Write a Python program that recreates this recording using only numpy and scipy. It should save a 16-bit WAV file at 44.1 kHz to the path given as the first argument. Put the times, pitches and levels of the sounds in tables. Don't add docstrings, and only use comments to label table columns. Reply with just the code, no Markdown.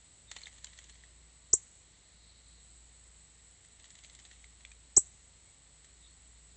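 import sys
import numpy as np
from scipy import signal
from scipy.fft import rfft, irfft
from scipy.io import wavfile

SR = 44100
rng = np.random.default_rng(int(sys.argv[2]) if len(sys.argv) > 2 else 0)


def generate_wav(signal):
    frames = np.transpose(np.atleast_2d(signal))
    scaled = np.clip(frames, -1, 1) * 32767
    pcm = np.round(scaled).astype(np.int16)
    wavfile.write(sys.argv[1], SR, pcm)


N = 289296
TIME = np.arange(N) / SR
CUTOFF_HZ = 9000

# (time [s], relative peak [dB], relative treble [dB], decay time [s])
FLICKS = [(0.314, -32, -45, 0.0039), (0.364, -29, -48.5, 0.0039), (0.582, -47.5, -62, 0.0035),
          (0.644, -37.5, -40.5, 0.0031), (0.733, -46, -66, 0.0035), (0.776, -51, -56, 0.0031),
          (0.788, -40, -55, 0.0043), (0.841, -49.5, -55.5, 0.0042), (0.896, -45, -54, 0.0041),
          (0.954, -48.5, -65, 0.0035), (3.647, -51, -73, 0.0031), (3.798, -48, -67, 0.0035),
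          (3.842, -45.5, -61, 0.0032), (3.855, -53, -62, 0.0049), (3.904, -50.5, -51, 0.0038),
          (3.953, -46.5, -55.5, 0.0035), (3.988, -47.5, -60, 0.0044), (4.037, -49, -59, 0.0035),
          (4.046, -43.5, -56, 0.0038), (4.097, -46.5, -59, 0.0044), (4.15, -47, -54.5, 0.0035),
          (4.19, -52.5, -60, 0.0029), (4.198, -50, -57, 0.0035), (4.251, -42.5, -58, 0.0043),
          (4.313, -43, -65, 0.0041), (4.607, -49, -70, 0.003), (5.845, -49.5, -60, 0.0038)]
# (frequency [Hz], relative level [dB])
SPLASH = [(200, -19.5), (600, -6), (850, -7), (1450, -7), (1980, 6), (2500, -2.5), (3100, 3), (4000, 4),
          (5200, -9), (7500, 6), (9000, -29.5)]


def from_db(db):
    return 10 ** (np.asarray(db) / 20)


def rms_of(x):
    return np.sqrt(np.mean(x ** 2))


def unit_power(x):
    return x / (rms_of(x) + 1e-10)


def add(out, s, sound):
    start = max(round(s * SR), 0)
    out[start:start + len(sound)] += sound[:N - start]


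def envelope(t, attack, hold, release):
    return np.clip(np.minimum(t / attack, 1 - (t - attack - hold) / release), 0, 1)


def sine(hz):
    return np.sin(2 * np.pi * np.cumsum(hz) / SR)


def butterworth(x, hz, kind, order=2):
    return signal.sosfilt(signal.butter(order, hz, kind, fs=SR, output="sos"), x)


def coloured(x, spectrum):
    hz, db = np.transpose(spectrum)
    bins = np.maximum(np.fft.rfftfreq(len(x), 1 / SR), 1)
    gain = from_db(np.interp(np.log(bins), np.log(hz), db)) * (bins < CUTOFF_HZ + 1000)
    return irfft(rfft(x) * gain / rms_of(gain), len(x))


def drift(per_s):
    knots = rng.standard_normal(4000)
    return np.interp(TIME * per_s, np.arange(len(knots)), knots)


def droplet_impacts(per_s, spread_db):
    sizes = from_db(spread_db * np.minimum(rng.exponential(1, N), 3)) * rng.choice([-1, 1], N)
    return unit_power(sizes * (rng.random(N) < per_s / SR))


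def garden_air(level_db=-66):
    # (frequency [Hz], relative density [dB])
    spectrum = [(20, 0.5), (40, 7), (90, 11.5), (160, 10), (250, 3), (500, 0.5), (1000, -2), (1650, -3),
                (1950, 2.5), (2450, -2), (3600, 0.5), (4250, 2), (4800, -4), (8200, -6), (9000, -42.5)]
    return from_db(level_db) * coloured(rng.standard_normal(N), spectrum)


def insects(sizzle_db=-1.5, pulse_db=-6, pulse_hz=108, ring_hz=8000, swell_db=-69.5, steady_db=-80):
    # (frequency [Hz], relative density [dB])
    sizzle = [(6200, -37.5), (6700, -4), (6920, -4), (7100, -0.5), (7400, -1.5), (7850, 7), (8100, -3.5),
              (8400, -23.5), (9000, -43)]
    # (time [s], relative level [dB])
    chorus_levels = [(0.0, -63), (0.86, -63.5), (1.28, -64.5), (1.72, -61.5), (1.9, -65.5), (2.32, -66),
                     (2.7, -62), (4.93, -63.5), (5.3, -64), (6.56, -62.5)]
    chorus_gain = from_db(np.interp(TIME, *np.transpose(chorus_levels)))
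    chorus = coloured(rng.standard_normal(N), sizzle) * from_db(sizzle_db + 0.8 * drift(30))
    cycle = np.cumsum(pulse_hz * (1 + 0.0094 * drift(6))) / SR % 1
    pulses = np.sin(np.pi * cycle) ** 4 * sine(ring_hz + 90 * drift(300))
    near = from_db(pulse_db) * unit_power(pulses * from_db(2.5 * drift(60)))
    rasp = butterworth(rng.standard_normal(N), [3800, 4400], "band")
    buzz = unit_power(rasp * from_db(2 * drift(30)))
    swell = from_db(swell_db) * envelope(TIME - 1.74, attack=0.51, hold=0.2, release=0.6)
    return chorus_gain * (chorus + near) + np.hypot(swell, from_db(steady_db)) * buzz


def air_conditioner(compressor_hz=58, compressor_db=-65):
    # (offset from it [Hz], level [dB], time in phase with it [s])
    motors = [(.545, -71.5, 2.79), (-3.14, -78.5, 4.42)]
    # (frequency [Hz], level [dB])
    fan_tones = [(43, -80), (85, -76), (108, -83), (159, -84)]
    cycles = np.cumsum(compressor_hz + 0.55 * drift(2.6)) / SR
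    hum = from_db(compressor_db) * np.sin(2 * np.pi * cycles)
    for beat_hz, db, in_phase_s in motors:
        hum += from_db(db) * np.sin(2 * np.pi * (cycles + beat_hz * (TIME - in_phase_s)))
    for hz, db in fan_tones:
        hum += from_db(db + 0.97 * drift(2.9)) * sine(hz + 2.3 * drift(8))
    return np.sqrt(2) * hum


def far_birds(waver=0.025):
    # (time [s], length [s], start pitch [Hz], end pitch [Hz], dry level [dB])
    calls = [(0.263, 0.047, 3950, 3370, -61), (.9, 0.021, 4350, 4180, -68), (4.033, .035, 7200, 5930, -65),
             (5.43, 0.063, 2150, 2270, -72), (2.5, 0.16, 3890, 3500, -79), (6.0, 0.055, 4050, 3310, -68),
             (6.0, 0.16, 4300, 4300, -77), (6.04, .022, 4400, 2960, -61)]
    out = np.zeros(N)
    wobble = 1 + waver * drift(460)
    for s, length, start_hz, end_hz, level_db in calls:
        n = int(length * SR)
        hz = np.linspace(start_hz, end_hz, n) * wobble[int(s * SR):][:n]
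        add(out, s, from_db(level_db) * np.hanning(n) * sine(hz))
    return out


def wing_flicks(body_db=-6, treble_db=6.5, rise_s=0.0006, split_hz=5000,
                wash_db=-44, wash_s=0.0095, wash_lag_s=0.0018):
    body, treble = np.zeros(N), np.zeros(N)
    lead_s = 0.02
    t = np.arange(-lead_s, 2 * lead_s, 1 / SR)
    for s, peak_db, bright_db, decay_s in FLICKS:
        slap = np.exp(np.minimum((t - rise_s) / rise_s, (rise_s - t) / decay_s))
        wash = from_db(wash_db + peak_db / 2) * np.exp(-((t - wash_lag_s) / wash_s) ** 2 / 2)
        add(body, s - lead_s, np.hypot(from_db(peak_db + body_db) * slap, wash))
        add(treble, s - lead_s, np.hypot(from_db(bright_db + treble_db) * slap, wash))
    water = coloured(droplet_impacts(per_s=14000, spread_db=0.5), SPLASH)
    lows = butterworth(water, split_hz, "low", order=4)
    highs = butterworth(water, split_hz, "high", order=4)
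    return body * lows + treble * highs


def spray(thrown_db=-37, follows_peak=0.82, flight_s=0.051, clump_db=3):
    falling_power = np.zeros(N)
    flights = np.arange(SR) / SR / flight_s
    shower = flights * np.exp(1 - flights)
    for s, peak_db, _, _ in FLICKS:
        add(falling_power, s, from_db(thrown_db + follows_peak * peak_db) ** 2 * shower)
    clumps = from_db(clump_db * drift(90))
    patter = coloured(droplet_impacts(per_s=1800, spread_db=5), SPLASH)
    return np.sqrt(falling_power) * clumps * patter


def drops(ring_db=1, rise_per_s=10, swell_s=0.00046, tick_s=0.0034):
    # (time [s], relative level [dB], pitch [Hz], t60 [s], tick offset [dB])
    bubbles = [(.385, -42, 4100, 0.022, -14), (.416, -42.5, 2180, 0.013, -5),
               (.435, -32.5, 4130, 0.011, -18), (0.457, -35, 3560, 0.014, -22),
               (0.47, -33.5, 2080, 0.011, -11), (0.669, -47, 3030, 0.021, -0.5),
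               (1.037, -42.5, 1890, 0.014, -11.5), (4.442, -43.5, 2090, 0.011, -5.5),
               (4.6499, -33, 2300, 0.0073, -19.5), (4.6506, -38, 3400, 0.0081, -13),
               (4.716, -46, 2340, 0.026, -2.5)]
    rings, ticks = np.zeros(N), np.zeros(N)
    t = np.arange(int(0.05 * SR)) / SR
    for s, level_db, hz, t60, tick_db in bubbles:
        phase = 2 * np.pi * hz * (t + rise_per_s * t ** 2 / 2)
        onset = 1 - np.exp(-t / swell_s)
        add(rings, s, from_db(level_db - 60 * t / t60) * onset * np.sin(phase))
        add(ticks, s, from_db(level_db + tick_db) * onset * np.exp(-t / tick_s))
    return from_db(ring_db) * rings + ticks * coloured(rng.standard_normal(N), SPLASH)


def chips(start_hz=5030, top_hz=8280, glide_s=0.0068, edge_s=0.0013, lower_voice_db=-8.5):
    # (time [s], length [s], dry level [dB], gap between the voices [Hz])
    calls = [(1.5299, .014, -12.5, 415), (4.9645, .0185, -10.5, 381.3)]
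    out = np.zeros(N)
    for s, length, level_db, gap_hz in calls:
        t = np.arange(int(length * SR)) / SR
        hz = top_hz - (top_hz - start_hz) * np.exp(-t / glide_s)
        voices = sine(hz) + from_db(lower_voice_db) * sine(hz - gap_hz)
        swell = np.interp(t / length, [0, 0.477, 1], [0.24, 1, 0.48])
        edges = envelope(t, edge_s, length - 2 * edge_s, edge_s)
        add(out, s, from_db(level_db) * swell * edges * voices)
    return out


def garden_scatter(x, wet_db):
    # (delay [s], relative level per millisecond [dB])
    returns = [(.007, -32), (0.01, -19.5), (.02, -26.5), (.03, -36), (.045, -42.5), (.075, -57.5),
               (.092, -52), (.11, -61), (.22, -65), (.5, -73.5)]
    delay, db = np.transpose(returns)
    t = np.arange(SR // 2) / SR
    decay = from_db(np.interp(t, delay, db)) * (t > delay[0])
    response = rng.standard_normal(len(t)) * decay / np.sqrt(SR / 1000)
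    return x + from_db(wet_db) * signal.fftconvolve(x, response)[:N]


def microphone_overload(x, limit_db=-19, knee_db=0.72, shift_db=-26, shift_hz=1250,
                        coupling_hz=120, crackle_db=-41):
    treble_level = np.abs(signal.hilbert(butterworth(x, CUTOFF_HZ, "high")))
    excess_db = 20 * np.log10(treble_level + 1e-9) - limit_db
    overloaded = (1 + np.tanh(excess_db / knee_db)) / 2
    bias = butterworth(overloaded, shift_hz, "low", order=1)
    knock = from_db(shift_db) * butterworth(bias, coupling_hz, "high", order=1)
    crackle = from_db(crackle_db) * overloaded * rng.standard_normal(N)
    return x + knock + crackle


def mirror_image(x, sampling_hz=16000):
    # (frequency [Hz], gain [dB])
    image_gains = [(7800, -66), (8050, -5.5), (8300, -10.5), (8550, -16.5), (8750, -23.5), (9200, -47.5),
                   (9600, -100)]
    gain = from_db(np.interp(np.fft.rfftfreq(N, 1 / SR), *np.transpose(image_gains)))
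    mirrored = x * 2 * np.cos(2 * np.pi * sampling_hz * TIME)
    return irfft(rfft(mirrored) * gain, N)


def scene():
    calls = garden_scatter(chips(), wet_db=-0.6)
    bath = garden_scatter(wing_flicks() + drops() + spray(), wet_db=-3.5)
    air = garden_air()
    distant = garden_scatter(far_birds(), wet_db=16)
    return (calls + bath + distant + air + insects() + air_conditioner())[None]


def record(dry):
    x = microphone_overload(dry)
    low_pass = signal.ellip(10, 0.2, 80, CUTOFF_HZ, fs=SR, output="sos")
    return signal.sosfilt(low_pass, x + mirror_image(x))


dry = scene()
out = record(dry)
generate_wav(out)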